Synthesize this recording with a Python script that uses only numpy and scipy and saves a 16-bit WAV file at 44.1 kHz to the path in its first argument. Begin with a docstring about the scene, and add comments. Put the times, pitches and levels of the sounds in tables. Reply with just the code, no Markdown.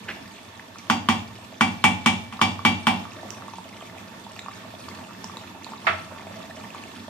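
"""A wooden spoon knocks the rim of a metal cooker pot in three runs, close to a stereo microphone in a hard kitchen.
Each blow rings the modes of pot and spoon over a noisy imprint; later the spoon is laid down off to the right.
In the pot a thick rice dish simmers: bubbles plop and spit as short rising sines with cracks of torn skin,
over a rush and hiss of filtered noise. At the start the spoon leaves the dish with a slop, a spray of wet bursts."""
import sys
import numpy as np
from scipy import signal
from scipy.io import wavfile

SR = 44100
rng = np.random.default_rng(int(sys.argv[2]) if len(sys.argv) > 2 else 0)


def materialize(psi):
    """Save the field psi as 16-bit PCM at rate SR to the path in sys.argv[1].

    A 1-D psi becomes a single channel; in a 2-D psi each row is a channel.
    """
    bounded = np.clip(np.atleast_2d(psi).T, -1, 1)
    quanta = np.round(bounded * 32767).astype(np.int16)
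    wavfile.write(sys.argv[1], SR, quanta)


def gain_from_db(level_db):
    """Convert decibel levels to linear amplitude factors (20 dB per decade)."""
    decades = np.asarray(level_db, float) / 20
    return 10 ** decades


N = 312650  # samples

# Reverberation of the kitchen. Each row: frequency in Hz, time to fall 60 dB in s.
KITCHEN_T60 = [(60, 1), (200, 0.56), (600, 0.41), (1500, 0.42), (4000, 0.52), (12000, 0.24)]
# Relative strength of the kitchen's echoes. Each row: frequency in Hz, level in dB.
KITCHEN_COLOUR = [(60, 2.5), (200, -7.5), (600, -2), (1500, -6.5), (4000, -5.5), (12000, 3)]
# Correlation of left and right in all noise. Each row: frequency in Hz, correlation (1 = same).
LEFT_RIGHT_LIKENESS = [(30, 0.42), (100, 0.96), (300, 0.87), (700, 0.2), (1500, 0.033), (4000, 0.037),
                       (12000, 0.1)]

# The boil sags after stirring and recovers. Each row: time in seconds, vigour in dB.
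VIGOUR = [(0, -0.5), (.6, -2.5), (2.4, -2), (3.3, 0.5), (4.15, -1), (5.2, 0), (7.09, 0.5)]
# Colour of the low simmering rush. Each row: frequency in Hz, relative density in dB per Hz.
RUSH_SPECTRUM = [(12, -40), (20, 1), (43, -13), (86, -15.5), (108, 14), (141, -18), (200, 4), (343, -5.5),
                 (387, -8.5), (425, -1.5), (500, -10), (650, -40), (1100, -120)]
# Colour of the simmering hiss, ahead of the pot's air. Each row: frequency in Hz, relative density in dB per Hz.
HISS_SPECTRUM = [(240, -33), (400, -6), (562, -0.5), (636, -11), (801, -3), (1140, -1.5), (1440, -7.5),
                 (2590, -7), (7060, -16.5), (10500, -24), (13300, -21), (14100, -35), (16000, -75)]
# Place of the simmer. Each row: frequency in Hz, left minus right in dB.
SIMMER_BALANCE = [(60, -2.5), (180, -2.5), (550, -2.5), (1650, -2.0), (4970, -5.0), (15000, 0.0)]
# Resonances of the air in the pot. Each row: frequency in Hz, width in Hz, relative level in dB.
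POT_AIR = [(646, 14, 3), (906, 30, -1), (1140, 36, -3), (1783, 55, 0), (2622, 15, 0), (2980, 37, -35),
           (3500, 190, -6)]
RUSH_DB, HISS_DB, SMALL_DB, FIZZ_DB = -45, -45.5, -49.5, -54.5  # rms at 0 dB vigour
RUSH_FOLLOWS, HISS_FOLLOWS, SMALL_FOLLOWS = 1.17, 0.46, 2.7  # dB per dB of vigour
RIGHT_LAG = 2  # samples by which the dish reaches the right side later

# Loud bubbles bursting. Each row: start in seconds, peak in dB ahead of the pot's air,
# pitch at the start in Hz, left minus right in dB.
PLOPS = [(0.596, -29, 1830, -0.5), (0.758, -33, 1220, -0.5), (1.387, -38, 670, -3), (1.525, -36.5, 620, -2),
         (2.393, -23, 1140, 0), (2.592, -24.5, 1080, -9), (3.053, -27.5, 1140, -7), (3.231, -29.5, 684, -3),
         (3.288, -34, 1200, -3), (3.409, -40, 930, -4), (3.422, -30.5, 1200, -5), (3.482, -29, 1030, -5),
         (3.536, -30.5, 900, -1.5), (3.584, -28, 890, -1.5), (3.655, -37, 625, -2),
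         (3.811, -33, 1120, -1.5), (3.824, -32.5, 640, -1), (3.898, -34, 2010, -2), (4.266, -32, 840, -2),
         (4.362, -35, 1160, -3), (4.391, -25, 2100, -4), (4.461, -28.5, 1050, 0), (4.484, -26, 1140, -10),
         (4.739, -31.5, 646, -2), (4.884, -28, 1090, -3.5), (5.093, -36, 1140, -2), (5.108, -32, 1200, -2),
         (5.242, -30, 960, -1.5), (5.297, -29, 1110, -1), (5.337, -37, 910, 1), (5.369, -32, 960, -3),
         (5.666, -30.5, 906, -7), (5.72, -32.5, 860, -0.5), (5.735, -27.5, 1110, 1.5),
         (5.846, -31, 1000, -2), (6.175, -34, 1170, -1), (6.196, -34, 1130, 1), (6.223, -39, 850, -5),
         (6.268, -31, 660, -2.5), (6.342, -35, 1810, 0), (6.404, -33, 1140, -1.5), (6.511, -33, 1790, -1.5),
         (6.599, -33.5, 1240, -2), (6.639, -32, 980, -2), (6.747, -28, 1090, -1.5)]
# Droplets spitting. Each row: start in seconds, peak in dB, pitch at the start in Hz, left minus right in dB.
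SPITS = [(0.785, -30, 5750, -5), (3.1193, -36, 2610, -8), (3.3051, -26, 5770, -17.5),
         (3.8064, -37, 3140, -10), (3.9828, -34.5, 2470, -6.0), (4.3638, -34, 2640, -4.5),
         (4.3932, -26, 3670, -6), (4.4608, -35, 2530, -4.0), (4.8878, -31, 4480, -4.0),
         (5.0484, -37.5, 2660, -5.0), (5.243, -23.5, 5480, -6), (5.3703, -26, 3740, -2),
         (5.4124, -41, 2880, -5.5), (5.645, -28.5, 4070, -11), (6.4288, -36, 3600, -4.5),
         (6.7042, -32.5, 2620, -4.0), (6.8377, -31, 2590, -3.0)]
# Crack of the skin in a plop. Each row: frequency in Hz, level against the burst's peak in dB, 60 dB decay in s.
PLOP_CRACK = [(2400, -9, 0.0021), (5000, -12, .003)]
# Crack of the skin in a spit. Each row: frequency in Hz, level against the burst's peak in dB, 60 dB decay in s.
SPIT_CRACK = [(2880, -5, 0.0046), (7100, -4, 0.0047), (12700, -23, .0023)]
PLOP_CYCLES, SPIT_CYCLES = 12.2, 15.4  # cycles at the starting pitch per 60 dB of decay

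# Spoon leaving the dish, with a low suck under the spray.
SLOP_S, SLOP_DB, SLOP_ATTACK_S, SLOP_T60_S = 0.079, -27.5, 0.013, 0.12
SLOP_PUSH_DB, SLOP_PUSH_HZ = -8, 193  # dB against the spray

# Clearer modes of the counter. Each row: frequency in Hz, level in dB, 60 dB decay in s.
COUNTER_MODES = [(93, -32, .4), (186, -36, .3), (867, -31, .23), (1147, -35, .35), (1846, -32, .22),
                 (2514, -32, .2), (2681, -36, .3), (635, -30, .33), (678, -28, .3), (1265, -33, .4),
                 (1330, -23, .45)]
# Close-packed modes of spoon and counter. Each row: frequency in Hz, relative density in dB per Hz.
CLACK_SPECTRUM = [(180, -39), (300, -18), (480, -11), (592, -3.5), (680, -4), (1060, -5.5), (1340, 7),
                  (1470, -5), (1800, -0.5), (2770, -1.5), (3040, -8.5), (12000, -68), (15600, -80),
                  (22000, -120)]
LAID_DOWN_S, LAID_DOWN_DB, CLACK_T60_S = 5.867, -6.5, 0.2

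# Spoon on the rim; the main and upper rim levels depend on where the blow lands. Each row: start in seconds,
# blow strength in dB, main rim mode in dB, upper rim modes in dB.
KNOCKS = [(0.899, -5, -8.5, -6), (1.087, -4, -9.5, -9), (1.609, -3.5, -1, -11.5), (1.84, -1, -1, -13),
          (2.06, -2.5, -4, -11), (2.325, -25, -15, -18), (2.414, -3, -5, -5.5), (2.65, -2, -3, -10),
          (2.869, -3.5, -6.5, -11)]
# Boom of the filled pot's body and stand. Each row: frequency in Hz, relative level in dB, 60 dB decay in s.
POT_BODY = [(98.2, -13, 0.42), (116.1, -22, 0.92), (186.7, -10, 0.75), (227.2, 2, 0.15), (266, -36, 0.33),
            (271, -33, 0.57), (334, -13, 0.14)]
# Clear modes of pot wall and rim. Each row: frequency in Hz, relative level in dB, 60 dB decay in s.
POT_RIM = [(603, -19, .25), (774, -13, .22), (810, -17, .3), (852, -6.5, .24), (911, -10, .25),
           (1014, -9, .17), (1158, -11, .15), (1453, -20, .2), (1620, -22, .2), (1809, -24, .25),
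           (2129, -17, .3), (2308, 2, .21), (2520, -13, .15), (2734, -10, .36), (3105, -12, .13),
           (3256, -7.5, .32), (3460, -11.5, .25), (4554, -25, .45), (4641, -14.5, .3), (5196, -19, .25),
           (5638, -19, .25), (6250, -27, .22), (6910, -28, .22)]
# First contact, the spoon handle quickly damped by the hand. Each row: frequency in Hz, relative level in dB,
# 60 dB decay in s.
SPOON = [(1130, -3, .016), (1450, -7, .012), (3100, -8, .008)]
# Close-packed modes of pot, lining and housing, too many to tell apart. Each row: frequency in Hz,
# relative density in dB per Hz.
CLATTER_SPECTRUM = [(88, -19), (150, -27), (244, 0.5), (315, -20), (534, -36), (837, -10.5), (1690, -20.5),
                    (2360, -5.5), (2500, -15.5), (3350, -22.5), (4000, -34), (4670, -28), (4950, -32),
                    (7180, -30.5), (10000, -45.5), (13500, -45), (16000, -68)]
# Decay of those close-packed modes. 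Each row: frequency in Hz, 60 dB decay in s.
CLATTER_T60 = [(200, 0.35), (600, 0.52), (1100, 0.18), (1600, 0.044), (3000, 0.28), (6000, 0.17),
               (12000, 0.074)]
# Place of the knocked pot. Each row: frequency in Hz, left minus right in dB.
POT_BALANCE = [(60, -4.0), (130, -2.0), (290, -3.5), (640, -4.5), (1410, -0.5), (3100, 1.5), (6820, -4.5),
               (15000, 1.0)]
# Phase of the knocked pot's clear modes. Each row: frequency in Hz, lead of the left side in radians.
POT_PHASE = [(100, 0.28), (400, 0), (900, 0.85), (1200, 1.06), (2300, 1.3), (3400, 1.63), (6000, 1.4),
             (12000, 0)]
BODY_DB, RIM_DB, SPOON_DB, CLATTER_DB, DRY_RIM_DB = -7, -13, 3, 7, -7
HARDNESS_DB_PER_OCTAVE = 1.75  # tilt about 1 kHz
MAIN_RIM_HZ = 2308
# Rim modes above this sit in the dry rim; only the main one and those above twice this have levels set per blow.
BARE_METAL_HZ = 2000


def rms_one(x):
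    """Scale to unit rms."""
    return x / np.sqrt(np.mean(x ** 2) + 1e-20)


def at_hz(points, hz):
    """Read a table on a log-frequency axis."""
    table = np.array(points)
    return np.interp(np.log(hz), np.log(table[:, 0]), table[:, 1])


def sides(pan_db):
    """Left and right gains for a level difference."""
    return gain_from_db(np.multiply.outer([.5, -.5], pan_db))


def drift(rate_hz):
    """Slow random wander along straight lines between knots of spread 1."""
    knots = rng.standard_normal(600)
    return np.interp(np.arange(N) / SR * rate_hz, np.arange(len(knots)), knots)


def train(seconds, gains):
    """Clicks of given size at given times."""
    clicks = np.zeros(N)
    np.add.at(clicks, (np.asarray(seconds) * SR).astype(int), gains)
    return clicks


def ring(clicks, hz, t60, phase=0.):
    """A decaying resonance: a unit click sets a sine of height 1 ringing from the given phase."""
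    r = gain_from_db(-60 / (t60 * SR))
    w = 2 * np.pi * hz / SR
    start = [np.sin(phase), r * np.sin(w - phase)]
    return signal.lfilter(start, [1, -2 * r * np.cos(w), r * r], clicks + 1e-18)


def struck(clicks, hz, swell_cycles):
    """Wood meets a surface softly: the push reaches each mode as a short swell near its own pitch."""
    b, a = signal.iirpeak(hz, max(swell_cycles, .5), fs=SR)
    once = signal.lfilter(b, a, clicks + 1e-18)
    return signal.lfilter(b, a, once)


def bands(length):
    """Third-octave bands of stereo noise with the tabled likeness of the sides: yields centre Hz and noise."""
    edges = 22 * 2 ** (np.arange(30) / 3)
    white = rng.standard_normal((2, 2, length))
    for k, (low, high) in enumerate(zip(edges, edges[1:])):
        band = signal.butter(2, [low, high], "band", fs=SR, output="sos")
        mid, side = signal.sosfilt(band, white[k % 2])  # neighbouring bands use different noise
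        hz = np.sqrt(low * high)
        alike = np.clip(at_hz(LEFT_RIGHT_LIKENESS, hz), -1, 1)
        yield hz, np.sqrt(1 + alike) * mid + np.sqrt(1 - alike) * side * [[1], [-1]]


def kitchen(x):
    """Hard walls: dense echoes that build up in about a millisecond and die band by band."""
    t = np.arange(SR) / SR
    echoes = np.zeros((2, SR))
    for hz, noise in bands(SR):
        echoes += noise * gain_from_db(at_hz(KITCHEN_COLOUR, hz) - 60 * t / at_hz(KITCHEN_T60, hz))
    echoes *= 1 - np.exp(-(t / 0.00067) ** 2)
    echoes /= np.sqrt(np.sum(echoes ** 2) / 2)
    return signal.fftconvolve(x[None], echoes, axes=1)[:, :N]


def pot_air(x):
    """The air in the pot adds its resonances to what sounds inside."""
    out = x.copy()
    for hz, width_hz, level_db in POT_AIR:
        out += gain_from_db(level_db + 5) * signal.lfilter(*signal.iirpeak(hz, hz / width_hz, fs=SR), x)
    return out


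def simmer(rush_db, hiss_db):
    """Steam collapsing at the hot base: a low rush and a hiss, each band flickering a little."""
    rush, hiss = np.zeros((2, N)), np.zeros((2, N))
    together_db = 1.1 * drift(14)
    for hz, noise in bands(N):
        flicker = gain_from_db(together_db + 1.2 * drift(22))
        noise = noise * sides(at_hz(SIMMER_BALANCE, hz))[:, None] * flicker
        if hz < 450:
            rush += noise * gain_from_db(at_hz(RUSH_SPECTRUM, hz))
        else:
            hiss += noise * gain_from_db(at_hz(HISS_SPECTRUM, hz))
    return gain_from_db(rush_db) * rms_one(rush) + gain_from_db(hiss_db) * rms_one(pot_air(hiss))


def bursts(rows, cycles, rise, swell_cycles):
    """Each burst swells softly to its peak, rings out and climbs in pitch as the cavity shrinks."""
    t = np.arange(3000) / SR
    out = np.zeros((2, N + len(t)))
    for (s, peak_db, hz, pan_db), length in zip(rows, cycles + np.zeros(len(rows))):
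        turns = hz * t
        swell = 1 - np.exp(-(turns / swell_cycles) ** 2)
        shape = swell * gain_from_db(-60 * turns / max(length, 2))
        tone = np.sin(2 * np.pi * turns * (1 + rise * turns))
        wave = gain_from_db(peak_db) * shape / shape.max() * tone
        start = int(s * SR)
        out[:, start:start + len(t)] += np.outer(sides(pan_db), wave)
    return out[:, :N]


def chance_bursts(count, start_s, end_s, low_hz, high_hz, spread_db, cycles, clump_s, rise, swell_cycles):
    """A crowd of unplanned bursts, few loud and many faint, rising in clumps of four."""
    when, size, pitch, place, damp, after = rng.random((count, 6)).T
    clump_start = start_s + np.repeat(when[::4], 4) * (end_s - start_s)
    when = np.minimum(clump_start + after * clump_s, end_s)
    peak_db = -spread_db * np.log(1.06 - size)
    hz = low_hz * (high_hz / low_hz) ** pitch
    rows = np.c_[when, peak_db, hz, 6 * place - 5.5]
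    return bursts(rows, cycles * (.5 + damp), rise, swell_cycles)


def small_bubbles():
    """The steady crowd of small bubbles, coloured by the air in the pot."""
    small = chance_bursts(count=1400, start_s=0, end_s=7.08, low_hz=520, high_hz=2300, spread_db=4.5,
                          cycles=13, clump_s=.05, rise=.01, swell_cycles=1.5)
    return rms_one(pot_air(small))


def fizz():
    """A fine, high crowd of tiny bursts."""
    return rms_one(chance_bursts(count=1200, start_s=0, end_s=7.08, low_hz=1970, high_hz=8900, spread_db=2.5,
                                 cycles=32.0, clump_s=.01, rise=.005, swell_cycles=2.5))


def cracks(rows, modes):
    """The skin of a bursting bubble tears with a short broad crack."""
    s, peak_db, _, pan_db = np.transpose(rows)
    clicks = np.array([train(s, gains * gain_from_db(peak_db)) for gains in sides(pan_db)])
    return sum(gain_from_db(level_db) * ring(clicks, hz, t60) for hz, level_db, t60 in modes)


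def plops():
    """Loud bubbles burst inside the pot, and its air resonates; their skins crack."""
    return pot_air(bursts(PLOPS, PLOP_CYCLES, rise=0.0092, swell_cycles=0.55)) + cracks(PLOPS, PLOP_CRACK)


def spits():
    """Droplets spit: high, short bursts with a crack."""
    return bursts(SPITS, SPIT_CYCLES, rise=.003, swell_cycles=2.5) + cracks(SPITS, SPIT_CRACK)


def slop():
    """The spoon sucks free of the dish: a dense spray of wet bursts over a low push, quick to rise, slower to die."""
    spray = chance_bursts(count=400, start_s=.04, end_s=.21, low_hz=1600, high_hz=3100, spread_db=2,
                          cycles=15, clump_s=.01, rise=0.0072, swell_cycles=0.12)
    spray /= spray[:, :SR // 5].std()
    push = gain_from_db(SLOP_PUSH_DB) * rms_one(ring(rng.standard_normal(N), SLOP_PUSH_HZ, 0.028))
    t = np.arange(N) / SR - SLOP_S
    attack = np.clip(t / SLOP_ATTACK_S, 0, 1)
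    decay_db = -60 * np.maximum(t - SLOP_ATTACK_S, 0) / SLOP_T60_S
    return (spray + push) * attack * gain_from_db(SLOP_DB + decay_db)


def clatter(seconds, strength_db, tilt_db, spectrum, t60_table, balance, onset_s):
    """Very many close modes: one noisy imprint dying band by band, repeated by each blow a little unevenly."""
    t = np.arange(SR // 2) / SR
    out = np.zeros((2, N + SR))
    layers = []
    for hz, noise in bands(len(t)):
        fall = gain_from_db(at_hz(spectrum, hz) - 60 * t / at_hz(t60_table, hz))
        layers.append((hz, noise * np.outer(sides(at_hz(balance, hz)), fall)))
    onset = 1 - np.exp(-t / onset_s)
    for start, level_db in zip((seconds * SR).astype(int), strength_db):
        imprint = np.zeros((2, len(t)))
        for hz, layer in layers:
            imprint += layer * gain_from_db(tilt_db * np.log2(hz / 1000) + rng.normal(0, 2))
        out[:, start:start + len(t)] += gain_from_db(level_db) * imprint * onset
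    return out[:, :N]


def laid_down():
    """Wood on a counter some way off: a dense clack that also rings the counter's clearer modes."""
    out = clatter(np.array([LAID_DOWN_S]), [LAID_DOWN_DB], 0, CLACK_SPECTRUM, [(1000, CLACK_T60_S)],
                  [(1000, -5.0)], onset_s=0.0012)
    for hz, level_db, t60 in COUNTER_MODES:
        push = struck(train([LAID_DOWN_S], gain_from_db(level_db)), hz, 5.4)
        out = out + ring(push, hz, t60)
    return out


def knocks():
    """Blows land near the same spot, so most mode strengths change only a little; hard wood favours high modes."""
    s, blow_db, main_db, upper_db = np.transpose(KNOCKS)
    out = clatter(s, blow_db + CLATTER_DB, HARDNESS_DB_PER_OCTAVE, CLATTER_SPECTRUM, CLATTER_T60,
                  POT_BALANCE, onset_s=0.000092)
    for modes, part_db, swell_cycles in ((POT_BODY, BODY_DB, 1.2), (POT_RIM, RIM_DB, 4.), (SPOON, SPOON_DB, 1.5)):
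        for hz, level_db, t60 in modes:
            scatter_db = rng.normal(0, 2, len(s))
            hardness_db = HARDNESS_DB_PER_OCTAVE * np.log2(hz / 1000)
            strength_db = blow_db + part_db + level_db + hardness_db + scatter_db
            if modes is POT_RIM and hz > BARE_METAL_HZ:
                if hz == MAIN_RIM_HZ:
                    strength_db += main_db
                elif hz > 2 * BARE_METAL_HZ:
                    strength_db += upper_db
                else:
                    strength_db += DRY_RIM_DB
            push = struck(train(s, gain_from_db(strength_db)), hz, swell_cycles)
            left, right = sides(at_hz(POT_BALANCE, hz))
            out[0] += left * ring(push, hz, t60, at_hz(POT_PHASE, hz))
            out[1] += right * ring(push, hz, t60)
    return out


def scene():
    """Pot and dish close by, the counter off to the side; all but the simmering rush and hiss feed the room."""
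    vigour_db = np.interp(np.arange(N) / SR, *np.transpose(VIGOUR))
    dish = gain_from_db(SMALL_DB + SMALL_FOLLOWS * vigour_db) * small_bubbles()
    dish = dish + gain_from_db(FIZZ_DB + HISS_FOLLOWS * vigour_db) * fizz()
    dish = dish + plops() + spits() + slop()
    aside = laid_down()
    pot = knocks()
    to_room = gain_from_db(-3.5) * pot + gain_from_db(-2.5) * dish + gain_from_db(-3) * aside
    room = kitchen(to_room.mean(axis=0))
    dish = dish + simmer(RUSH_DB + RUSH_FOLLOWS * vigour_db, HISS_DB + HISS_FOLLOWS * vigour_db)
    dish[1] = np.roll(dish[1], RIGHT_LAG)
    return pot + dish + aside + room


def low_pass(x):
    """Removes everything above the highest recorded frequency."""
    return signal.sosfilt(signal.butter(12, 16500, fs=SR, output="sos"), x)


def record(dry):
    """The deep bass is dropped at the microphone, a steep low-pass removes all above 16.4 kHz, peaks are rounded."""
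    thin = signal.sosfilt(signal.butter(2, 60, "high", fs=SR, output="sos"), dry)
    thin = signal.sosfilt(signal.cheby2(12, 60, 16400, fs=SR, output="sos"), thin)
    rounded = 1.15 * np.tanh(thin / 1.15)
    return low_pass(rounded)


dry = scene()
out = record(dry)
materialize(out)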